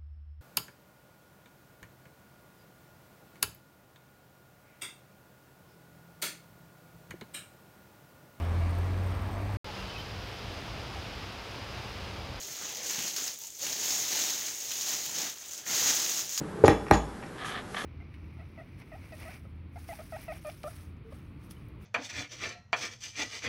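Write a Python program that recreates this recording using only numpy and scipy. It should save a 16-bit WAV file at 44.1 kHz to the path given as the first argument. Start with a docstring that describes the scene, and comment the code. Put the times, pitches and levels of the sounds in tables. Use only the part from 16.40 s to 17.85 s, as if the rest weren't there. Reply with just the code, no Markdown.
"""A dull thud and two hard clacks: a steel crimping tool is put down on a wooden work table in a small room.
Each landing rings the table top, which booms; the jolted, loose steel jaws rattle and ring faintly.
Then a sleeve slides over the table in tiny slips of cloth as the hand comes back to the wire.
Small handling ticks and a dull shuffle sound over the room's hum."""
import sys
import numpy as np
from scipy import signal
from scipy.fft import rfft, irfft
from scipy.io import wavfile

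SR = 44100
rng = np.random.default_rng(int(sys.argv[2]) if len(sys.argv) > 2 else 0)


def wav_out(sig):
    """Save sig, one row per channel (or a flat mono array), as 16-bit PCM at SR to the path in sys.argv[1]."""
    wavfile.write(sys.argv[1], SR, np.round(np.clip(np.atleast_2d(sig).T, -1, 1) * 32767).astype(np.int16))


N = 63945
T = np.arange(N) / SR
AGE = T[:N // 2]  # seconds since a contact

# Each row: start in seconds, top level in dB, contact brightness in Hz, pitch the spot favours in Hz,
# its boost in dB, crack level in dB, sway level in dB, boom level in dB.
LANDINGS = [(0.2386, -4, 680, 481, 16.5, -34.5, -39, -17), (0.28, -1, 3830, 310, 2.5, -19.5, -28.5, -21.5),
            (0.5106, -0.5, 2220, 920, 3.5, -21, -22.5, -18.5)]
SPOT_WIDTH_OCT, CRACK_T60_S, CRACK_LOW_HZ = 0.39, 0.0087, 1460

def knocks():
    """Each landing rings the top, cracks at the contact and makes the whole table sway and boom."""
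    sway, boom = ring(hz=55.5, t60=0.44), ring(hz=92, t60=0.23)
    out = 0
    for start, db, bright_hz, spot_hz, spot_db, crack_db, sway_db, boom_db in LANDINGS:
        def spot_gain(hz):
            return from_db(spot_db * np.exp(-(np.log2(hz / spot_hz) / SPOT_WIDTH_OCT) ** 2))
        top = from_db(db) * table_top(bright_hz, spot_gain)
        crack = from_db(crack_db) * cut(burst(CRACK_T60_S), CRACK_LOW_HZ, "high")
        out += place(start, top + crack + from_db(sway_db) * sway - from_db(boom_db) * boom)
    return out


# Each row: frequency in Hz, relative level in dB, T60 in seconds.
TOP_MODES = [(140.5, -16, 0.085), (204.5, -19, 0.091), (249, -22, 0.13), (314.4, -9.5, 0.079),
             (454, -10, 0.044), (600, -10, 0.036), (812.4, -5.5, 0.032), (994, -8.5, 0.015),
             (1217, -11.5, 0.023), (1650, -19, 0.019), (1886, -15.5, 0.025), (2325, -15, 0.017),
             (2685, -18.5, 0.017), (3400, -26.5, 0.0087), (5500, -21, 0.027)]

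def table_top(bright_hz, mode_gain):
    """The struck wood rings; a soft contact starts gently and weakens the high modes."""
    modes = 0
    for k, (hz, db, t60) in enumerate(TOP_MODES):
        rolloff = np.hypot(1, (hz / bright_hz) ** 2)
        modes += (-1) ** k * from_db(db) * mode_gain(hz) / rolloff * ring(hz, t60)
    attack = np.tanh(2 * np.pi * bright_hz * AGE)
    return modes * attack


# Each row: start in seconds, level in dB.
HEAD_HITS = [(0.2803, -27), (0.5116, -20.5)]
# Each row: frequency in Hz, relative level in dB, T60 in seconds.
DAMPED_HEAD_MODES = [(1642, 0, 0.039), (4060, -2.5, 0.015), (5630, -4, 0.017), (11400, -7, 0.0088)]

def head_snaps():
    """The steel head, damped by the hand, snaps briefly where it lands hard."""
    head = sum(from_db(db) * ring(hz, t60) for hz, db, t60 in DAMPED_HEAD_MODES)
    return sum(place(start, from_db(db) * head) for start, db in HEAD_HITS)


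# Each row: start in seconds, level in dB.
JAW_JOLTS = [(0.2412, -7), (0.2543, -0.5), (0.2912, -5.5), (0.5205, -6), (0.532, -1)]
# Each row: frequency in Hz, relative level in dB, T60 in seconds.
JAW_MODES = [(3009, -44.5, 0.28), (3420, -48, 0.45), (3955, -59, .22), (5346, -47.5, 0.46),
             (6345, -43, 0.22), (6826, -45, 0.28), (6867, -37.5, 0.22), (10235, -45.5, 0.21)]
RATTLE_DB, RATTLE_T60_S, JOLT_RISE_S = -23, 0.11, 0.0045
CHATTER_DEPTH, CHATTER_HZ = 0.55, 60

def jaws():
    """Jolted just after a landing, the loose steel jaws rattle and ring on, wavering."""
    rise = np.clip(AGE / JOLT_RISE_S, 0, 1)
    out = 0
    for start, db in JAW_JOLTS:
        rattle = from_db(RATTLE_DB) * cut(burst(RATTLE_T60_S), [1400, 5000], "band")
        tone = 0
        for hz, mode_db, t60 in JAW_MODES:
            chatter = 1 + CHATTER_DEPTH * waver(CHATTER_HZ, size=len(AGE))
            tone += from_db(mode_db) * ring(hz, t60) * chatter
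        out += place(start, from_db(db) * rise * (rattle + tone))
    return out


# Each row: start in seconds, level in dB, contact brightness in Hz, bass roll-off in Hz.
HANDLING_TAPS = [(0.012, -12, 254, 75.6), (0.086, -30, 590, 202), (0.184, -31.5, 1200, 250),
                 (0.2459, -4, 1240, 603), (0.2615, -14, 1320, 152), (0.303, -42, 2500, 200),
                 (0.322, -32, 447, 150), (0.411, -28, 8300, 3500), (0.466, -22.5, 2960, 1000),
                 (0.483, -20.5, 4940, 2020), (0.5055, -10, 282, 59), (0.826, -25.5, 3020, 1410),
                 (0.836, -24.5, 2950, 1530), (0.863, -28, 7000, 3020), (1.345, -22, 2210, 1320),
                 (1.444, -20, 487, 97)]

def taps():
    """Small bumps and ticks on the same top; light touches move little bass."""
    out = 0
    for start, db, bright_hz, low_hz in HANDLING_TAPS:
        top = table_top(bright_hz, lambda hz: 1 / np.hypot(1, (low_hz / hz) ** 2))
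        out += place(start, from_db(db) * top)
    return out


# Each row: time in seconds, relative level in dB.
RUB_ENVELOPE = [(0.94, -63), (1.005, -43.5), (1.08, -39.5), (1.125, -42), (1.16, -39.5), (1.19, -42),
                (1.24, -60), (1.339, -76), (1.346, -33.5), (1.357, -47.5), (1.368, -36), (1.41, -39),
                (1.45, -45.5)]
TREBLE_ENVELOPE = [(1.0, -61), (1.042, -61), (1.056, -47), (1.095, -49), (1.15, -59), (1.22, -69),
                   (1.33, -56), (1.39, -48.5), (1.45, -51.5)]
# Each row: frequency in Hz, bandwidth in Hz, relative level in dB.
RUB_RESONANCES = [(445, 35, -8), (760, 57, 2.5), (1243, 87, 5), (1707, 185, 1.5), (2040, 62, -18),
                  (3050, 290, -3.5), (3330, 56, -5)]
# Each row: frequency in Hz, relative density in dB.
TREBLE_SPECTRUM = [(100, -42), (2500, 2), (4300, -0.5), (6000, 2.5), (8000, -3), (10500, -0.5),
                   (12000, -5.5)]
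SLIPS_PER_S, SLIP_SPREAD_DB, CATCH_DB, CATCH_HZ = 2300, 2.5, 1.6, 50
BODY_DB, HISS_DB, TREBLE_DB, RUB_TOP_HZ = 0.5, -6, 2, 4020

def sleeve():
    """Cloth catches and lets go unevenly; its tiny slips stir a few resonances, with hiss on top."""
    slips = (rng.random(N) < SLIPS_PER_S / SR) * rng.choice([-1, 1], N)
    slips = slips * from_db(SLIP_SPREAD_DB * np.minimum(rng.exponential(1, N), 4))
    body = sum(from_db(db) * signal.lfilter(*signal.iirpeak(hz, hz / width_hz, SR), slips)
               for hz, width_hz, db in RUB_RESONANCES)
    hiss = cut(slips, [800, 3800], "band")
    rub = from_db(BODY_DB) * rms_one(body) + from_db(HISS_DB) * rms_one(hiss)
    rub = cut(cut(rub, RUB_TOP_HZ, "low"), RUB_TOP_HZ, "low")
    catch = from_db(CATCH_DB * waver(CATCH_HZ))
    treble = from_db(TREBLE_DB) * envelope(TREBLE_ENVELOPE) * noise(TREBLE_SPECTRUM)
    return envelope(RUB_ENVELOPE) * rub * catch + treble


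# Each row: time in seconds, level in dB.
SHUFFLE_ENVELOPE = [(0, -47.5), (.12, -42.5), (.22, -35.5), (.3, -35.5), (.45, -42.5), (.55, -56)]
# Each row: frequency in Hz, relative density in dB.
SHUFFLE_SPECTRUM = [(50, -17), (150, -4.5), (280, -13), (430, -1), (650, -21), (1300, -24.5), (3000, -47),
                    (10000, -54)]

def shuffle():
    """The tool shifts dully in the hand."""
    return envelope(SHUFFLE_ENVELOPE) * noise(SHUFFLE_SPECTRUM)


# Each row: frequency in Hz, level against the direct sound in dB, T60 in seconds.
ECHO_BANDS = [(60, -13.5, 0.27), (162, -4, 0.48), (370, -3.5, 0.29), (840, -9, 0.42), (1640, -0.5, 0.22),
              (3160, -4, 0.29), (6300, -8, .28), (10800, -11, 0.26)]
ECHO_DELAY_S, ECHO_BUILD_S = 0.0027, 0.0041

def room_echo(x):
    """Diffuse echo builds up quickly and dies band by band."""
    hz, db, t60 = np.transpose(ECHO_BANDS)
    edges_hz = np.geomspace(40, 14000, 18)
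    white = rng.standard_normal((2, len(AGE)))
    build = np.clip((AGE - ECHO_DELAY_S) / ECHO_BUILD_S, 0, 1)
    response = 0
    for k, (low, high) in enumerate(zip(edges_hz, edges_hz[1:])):
        log_centre = np.log(low * high) / 2
        band_db, band_t60 = (np.interp(log_centre, np.log(hz), column) for column in (db, t60))
        tail = cut(white[k % 2], [low, high], "band") * build * decay(band_t60)
        unity_gain = np.sqrt(2 * (high - low) / SR / len(AGE))
        response += from_db(band_db) * rms_one(tail) * unity_gain
    return signal.fftconvolve(x, response)[:N]


# Each row: frequency in Hz, relative density in dB.
HUM_SPECTRUM = [(15, -43), (25, -9), (187, -0.5), (584, -8), (665, -14), (737, -9), (817, -10), (1600, -13),
                (2020, -19), (2480, -23.5), (6290, -31.5), (8360, -31), (12000, -33.5), (15600, -62),
                (22000, -120)]
HUM_DB = -43

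def room_hum():
    """Steady low hum with faint hiss."""
    return from_db(HUM_DB) * noise(HUM_SPECTRUM)


def from_db(db):
    """Decibels to gain."""
    return 10 ** (np.asarray(db) / 20)


def rms_one(x):
    """Scale to unit RMS."""
    return x / np.sqrt(np.mean(x ** 2) + 1e-20)


def envelope(rows):
    """Gain from (seconds, dB) rows; fades in over the 37 ms before the first."""
    times, db = np.transpose(rows)
    return from_db(np.interp(T, times, db)) * np.clip(1 + (T - times[0]) / 0.037, 0, 1)


def noise(spectrum):
    """Unit-RMS noise shaped by (Hz, dB) rows."""
    hz, db = np.transpose(spectrum)
    bins_hz = np.maximum(np.arange(N // 2 + 1) * SR / N, 1)
    gain = from_db(np.interp(np.log(bins_hz), np.log(hz), db))
    return rms_one(irfft(rfft(rng.standard_normal(N)) * gain, N))


def cut(x, hz, kind):
    """Second-order high-, low- or band-pass."""
    sos = signal.butter(2, np.clip(hz, 10, .45 * SR), kind, fs=SR, output="sos")
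    return signal.sosfilt(sos, x + 1e-18)


def decay(t60):
    """Envelope falling 60 dB in t60 seconds."""
    return np.exp(np.maximum(-np.log(1000) * AGE / t60, -30))


def ring(hz, t60):
    """One struck mode."""
    t = AGE[AGE < 2 * t60]
    mode = np.exp(-np.log(1000) * t / t60) * np.sin(2 * np.pi * hz * t)
    return np.pad(mode, (0, len(AGE) - len(t)))


def burst(t60):
    """Decaying white noise."""
    return rng.standard_normal(len(AGE)) * decay(t60)


def waver(hz, size=N):
    """Smooth random wobble, unit RMS."""
    return rms_one(cut(rng.standard_normal(size), hz, "low"))


def place(start, x):
    """Delay a sound to its start in seconds."""
    return np.pad(x, (max(int(start * SR), 0), N))[:N]


LOW_CUT_HZ, JAW_ECHO_DB = 33, -1.5

def scene():
    """Impacts and jaws with their echo, plus sleeve, shuffle and hum; mono."""
    impacts = cut(knocks() + head_snaps() + taps(), LOW_CUT_HZ, "high")
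    metal = jaws()
    background = shuffle() + room_hum()
    echo = room_echo(impacts + from_db(JAW_ECHO_DB) * metal)
    return (impacts + metal + echo + sleeve() + background)[None]


CLIP_LEVEL, CUTOFF_HZ = 1.04, 11750

def record(dry):
    """Soft clip, then a steep low-pass."""
    rounded = CLIP_LEVEL * np.tanh(dry / CLIP_LEVEL)
    return signal.sosfilt(signal.ellip(10, .2, 70, CUTOFF_HZ, fs=SR, output="sos"), rounded)


dry = scene()
out = record(dry)
wav_out(out)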